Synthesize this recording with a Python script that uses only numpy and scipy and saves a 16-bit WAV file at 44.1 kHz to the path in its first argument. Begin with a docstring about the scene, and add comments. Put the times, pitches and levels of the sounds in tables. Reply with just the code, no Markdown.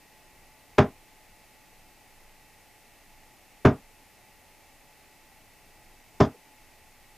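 """Three darts thud into a bristle board on a wall, right beside a microphone that overloads on the blows.
Each blow sets fading tones and noise ringing in board, wall and small room; the point's crunch is
a burst of noise, the dart's rattle is rough noise, and the barrel's clink is a few short tones.
Soft knocks surround the last dart, and a dull echo returns from the far wall.
Behind them a fan rumbles (filtered noise) and whines (wandering tones) over electronic hiss."""
import sys
import numpy as np
from scipy import signal
from scipy.fft import rfft, irfft
from scipy.io import wavfile
from scipy.ndimage import uniform_filter1d

SR = 44100
rng = np.random.default_rng(int(sys.argv[2]) if len(sys.argv) > 2 else 0)


def generate_wav(sig):
    """Save sig (samples, or channels by samples) to the path in sys.argv[1] as 16-bit PCM at SR."""
    pcm = np.round(np.clip(np.atleast_2d(sig).T, -1, 1) * 32767).astype(np.int16)
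    wavfile.write(sys.argv[1], SR, pcm)


N = 316461  # length of the scene [samples]

ENTRY_S, ENTRY_DB = 0.0032, -17  # the point goes in this long before the blow, and this much softer
FLIGHT_S = 0.001  # sound travel from the board to the microphone

# The three throws: (time [s], whole dart level [dB], push length [s], board face boost [dB],
# crunch level [dB], rattle level [dB], barrel clink level [dB])
THROWS = [(0.782, -6.5, 0.00043, 1.5, -11.5, -33, -36.5), (3.649, -5, 0.00048, -2.5, -26.5, -35.5, -45),
          (6.2018, -9.5, 0.00051, 0, -24.5, -26, -27.5)]


def darts():
    """Each throw lands at its own time, with its own strength and touch."""
    out = np.zeros(N)
    for time_s, db, *touch in THROWS:
        hit = undb(db) * dart(*touch)
        start = int((time_s + FLIGHT_S - ENTRY_S) * SR)
        out[start:start + len(hit)] += hit[:N - start]
    return out


def dart(push_s, face_db, crunch_db, rattle_db, clink_db):
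    """The heavy barrel drives the blow; a faint early copy of it stands for the point going in."""
    t = np.arange(int(SR / 2)) / SR
    blow = board_blow(t, push_s, face_db) + crunch(t, crunch_db)
    blow = blow + dart_rattle(t, rattle_db) + barrel_clink(t, clink_db)
    lag = int(ENTRY_S * SR)
    main = np.pad(blow, (lag, 0))
    entry = undb(ENTRY_DB) * np.pad(blow, (0, lag))
    return main + entry


WALL_HZ, FACE_HZ = 185, 560  # wall tones lie below the first, board face tones above the second
WALL_LAG_S = 0.0046  # the blow needs a moment to reach the wall
WASH_RISE_S = 0.00086  # time constant of the noise building up
LONGEST_T60_S = 0.16  # the bristles make every tone lose 60 dB at least this fast

# Tones of board and wall: (frequency [Hz], level before face boost [dB], 60 dB decay before the limit [s])
BOARD_MODES = [(89.4, 2, 0.097), (129.5, 0.5, 0.12), (159.6, 0.5, 0.092), (211.6, -4, 0.17),
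               (252.8, -3.5, 0.13), (284.7, -9, 0.18), (400.6, 1.6, 0.12), (455, -10.5, 0.17),
               (534, -20.5, 0.16), (605, -3, 0.096), (639.6, -7, 0.12), (710.4, -7.5, 0.12),
               (750, -12.5, 0.1), (813, -12, 0.18), (1024, -14, 0.21), (1085, -17, .13),
               (1225.4, -11, 0.14), (1418, -20, 0.14), (1644, -19.5, .13)]
# Dense ringing of board, wall and room: (centre frequency [Hz], level [dB], 60 dB decay time [s])
WASH_BANDS = [(60, -22.5, 0.18), (110, -10.5, 0.16), (198, -8, 0.18), (347, -7.5, 0.11), (712, -10, 0.16),
              (1228, -10.5, 0.16), (2270, -26, 0.2), (3520, -22, 0.2)]


def board_blow(t, push_s, face_db):
    """Board and wall ring in tones and dense noise; a longer push gives a duller blow."""
    modes = [(hz, db + face_db * (hz > FACE_HZ), min(t60, LONGEST_T60_S)) for hz, db, t60 in BOARD_MODES]
    wall = ring(np.maximum(t - WALL_LAG_S, 0), [mode for mode in modes if mode[0] < WALL_HZ])
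    board = ring(t, [mode for mode in modes if mode[0] >= WALL_HZ])
    rise = 1 - np.exp(-t / WASH_RISE_S)
    body = wall + board + rise * wash(t, WASH_BANDS, spread=0.89)
    push = signal.windows.hann(max(int(push_s * SR), 3))
    return np.convolve(body, push / push.sum())[:len(t)]


CRUNCH_S, CRUNCH_HZ = 0.0031, 2300  # fading time constant; centre and width of its noise band
REBOUND_S, REBOUND_DB = 0.006, 2  # the barrel knocks again this much later; its clink is then louder


def crunch(t, db):
    """The point crushes the bristles: a quickly fading noise burst, repeated when the barrel rebounds."""
    first = np.exp(-t / CRUNCH_S)
    second = (t > REBOUND_S) * np.exp(-np.abs(t - REBOUND_S) / CRUNCH_S)
    noise = noise_band(rng.standard_normal(len(t)), CRUNCH_HZ, CRUNCH_HZ, db)
    return (first + second) * noise


RATTLE_S, SETTLE_S = 0.067, 0.008  # the dart shakes this long, then settles over this time constant

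# Shaking of shaft and flight: (centre frequency [Hz], level within the rattle [dB], 60 dB decay time [s])
RATTLE_BANDS = [(3440, -3.5, 0.28), (5000, -5, 0.24), (6400, -7, .2)]


def dart_rattle(t, db):
    """Shaft and flight shake: noise bands with a quickly varying, grainy loudness."""
    chance = uniform_filter1d(rng.standard_normal(len(t)), size=49) * np.sqrt(49)
    grit = undb(1.6 * chance)  # loudness varies with a spread of 1.6 dB
    settle = 1 / (1 + np.exp((t - RATTLE_S) / SETTLE_S))
    return undb(db) * grit * wash(t, RATTLE_BANDS, spread=0.2) * settle


# Tones of the barrel: (frequency [Hz], level within the clink [dB], 60 dB decay time [s])
BARREL_MODES = [(2300, -6, 0.035), (3540, 1, .03), (5274, 4, 0.028), (6390, -14, .02)]


def barrel_clink(t, db):
    """The barrel rings in short tones, struck again at the rebound."""
    first = ring(t, BARREL_MODES)
    second = undb(REBOUND_DB) * ring(np.maximum(t - REBOUND_S, 0), BARREL_MODES)
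    return undb(db) * (first + second)


BUILD_CYCLES = 0.41  # a tone needs part of a cycle to take up the blow


def ring(t, modes):
    """Fading tones that swell over part of a cycle; neighbours swing in opposite directions."""
    hz, db, t60 = np.transpose(modes)[:, :, None]
    sign = (-1.0) ** np.arange(len(modes))[:, None]
    swell = 1 - np.exp(-hz * t / BUILD_CYCLES)
    fade = undb(db - 60 * t / t60)
    return np.sum(sign * swell * fade * np.sin(2 * np.pi * hz * t), axis=0)


def wash(t, bands, spread):
    """Bands of noise, each fading at its own rate; spread is their width as a share of the pitch."""
    out = np.zeros(len(t))
    for hz, db, t60 in bands:
        noise = noise_band(rng.standard_normal(len(t)), hz, spread * hz, db)
        out += undb(-60 * t / t60) * noise
    return out


TAP_S, TAP_WIDTH = 0.011, 0.25  # time from peak down to 37 %; width as a share of the pitch

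# Faint knocks around the last dart: (time [s], level [dB], centre frequency [Hz])
TAP_EVENTS = [(6.149, -54, 620), (6.352, -52, 420), (6.345, -55, 760)]


def taps():
    """Short soft knocks: a puff of noise in one resonance."""
    t = np.arange(N) / SR
    out = np.zeros(N)
    for time_s, db, hz in TAP_EVENTS:
        puff = np.exp(-((t - time_s) / TAP_S) ** 2)
        out += undb(db) * puff * noise_band(rng.standard_normal(N), hz, TAP_WIDTH * hz, 0)
    return out


ECHO_S, ECHO_DB, ECHO_HZ = 0.059, -23, 900  # delay, level and low-pass of the echo


def far_wall(x):
    """The far wall returns a late, dull copy."""
    late = np.roll(x, int(ECHO_S * SR))
    return undb(ECHO_DB) * low_pass(late, 2, ECHO_HZ)


CAPSULE_HZ = 7500  # the capsule's treble falls off steeply above this
CEILING, KNEE = 0.4, 65  # largest amplitude; a higher knee makes a sharper corner
MIC_HZ, MIC_TOP_DB = 5950, -2  # above this pitch the input stage approaches this level


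def board_microphone(x):
    """The capsule ends steeply; the input stage flattens loud blows at a ceiling and dulls the result."""
    x = signal.sosfilt(signal.cheby1(6, 1, CAPSULE_HZ, fs=SR, output="sos"), x)
    flat = x / (1 + np.abs(x / CEILING) ** KNEE) ** (1 / KNEE)
    low = low_pass(flat, 1, MIC_HZ)
    return low + undb(MIC_TOP_DB) * (flat - low)


AIR_DB = -56.5  # level of the air noise before its rumble surges
RUMBLE_HZ, SURGE_DB = 130.5, 2.0  # top of the rumble; spread of its surges

# Colour of the fan's air noise: (frequency [Hz], relative level [dB])
AIR_COLOUR = [(12, -28.5), (20, 9.5), (33, -8.5), (108, -9.5), (155, -13.5), (270, -12), (540, -15.5),
              (841, -9.5), (914, -15.5), (1310, -20.5), (1640, -20), (1990, -13), (2690, -17),
              (3270, -22.5), (15000, -26)]
# Thin tones of the fan: (frequency [Hz], spread of pitch wander [Hz], level [dB])
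WHINE_TONES = [(576, 3, -77.5), (858.6, 4.3, -68), (1920, 20, -74), (2640, 8, -75), (10390, 1.5, -82.5),
               (14490, 3, -87.5)]


def fan():
    """Air noise whose rumble surges, with a few thin tones that wander in pitch."""
    air = level(coloured(AIR_COLOUR), AIR_DB)
    # filtered forwards and backwards, so the rumble stays in step with the air noise
    rumble = signal.sosfiltfilt(signal.butter(2, RUMBLE_HZ, fs=SR, output="sos"), air)
    surge = undb(SURGE_DB * slow(size=6000))
    out = air + (surge - 1) * rumble
    for hz, wander_hz, db in WHINE_TONES:
        pitch = hz + wander_hz * slow(size=3000)
        out = out + level(np.sin(2 * np.pi * np.cumsum(pitch) / SR), db)
    return out


HISS_DB = -67

# Colour of the electronic hiss: (frequency [Hz], relative level [dB])
HISS_COLOUR = [(12, -35.5), (20, 1.5), (194, -11.5), (1640, -19.5), (1990, -27), (4820, -18), (7300, -22),
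               (8160, -39), (15000, -33)]


def hiss():
    """The electronics make a steady, coloured noise."""
    return level(coloured(HISS_COLOUR), HISS_DB)


def undb(db):
    """Turn decibels into an amplitude factor."""
    return 10 ** (np.asarray(db) / 20)


def level(x, db):
    """Scale a sound to an average (rms) level."""
    return x * undb(db) / np.sqrt(np.mean(x ** 2))


def low_pass(x, order, hz):
    """Keep what lies below a pitch."""
    return signal.sosfilt(signal.butter(order, hz, fs=SR, output="sos"), x)


def noise_band(noise, hz, width_hz, db):
    """Pass noise through the same resonance twice, then set its level."""
    b, a = signal.iirpeak(hz, hz / width_hz, SR)
    once = signal.lfilter(b, a, noise)
    return level(signal.lfilter(b, a, once), db)


def coloured(colour):
    """Noise whose spectrum runs through the listed points, joined on a log pitch scale."""
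    hz, db = np.transpose(colour)
    bins = np.maximum(np.fft.rfftfreq(N, 1 / SR), 1)
    gain = undb(np.interp(np.log(bins), np.log(hz), db))
    return irfft(rfft(rng.standard_normal(N)) * gain, N)


def slow(size):
    """Smooth random drift with spread 1; size is the smoothing length in samples."""
    once = uniform_filter1d(rng.standard_normal(N), size=size)
    return level(uniform_filter1d(once, size=size), 0)


TREBLE_HZ, TREBLE_LEFT = 6000, 0.05  # treble above this leans left by this share


def scene():
    """Darts and fan in the middle; the hiss is opposite in the two channels, the treble leans left."""
    hits = darts()
    mid = board_microphone(hits + far_wall(hits) + taps()) + fan()
    treble = signal.sosfilt(signal.butter(2, TREBLE_HZ, "high", fs=SR, output="sos"), mid)
    side = hiss() + TREBLE_LEFT * treble
    return np.array([mid + side, mid - side])


TOP_HZ = 15000


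def record(dry):
    """The recorder cuts the top steeply."""
    return signal.sosfilt(signal.ellip(14, 0.3, 80, TOP_HZ, fs=SR, output="sos"), dry)


dry = scene()
out = record(dry)
generate_wav(out)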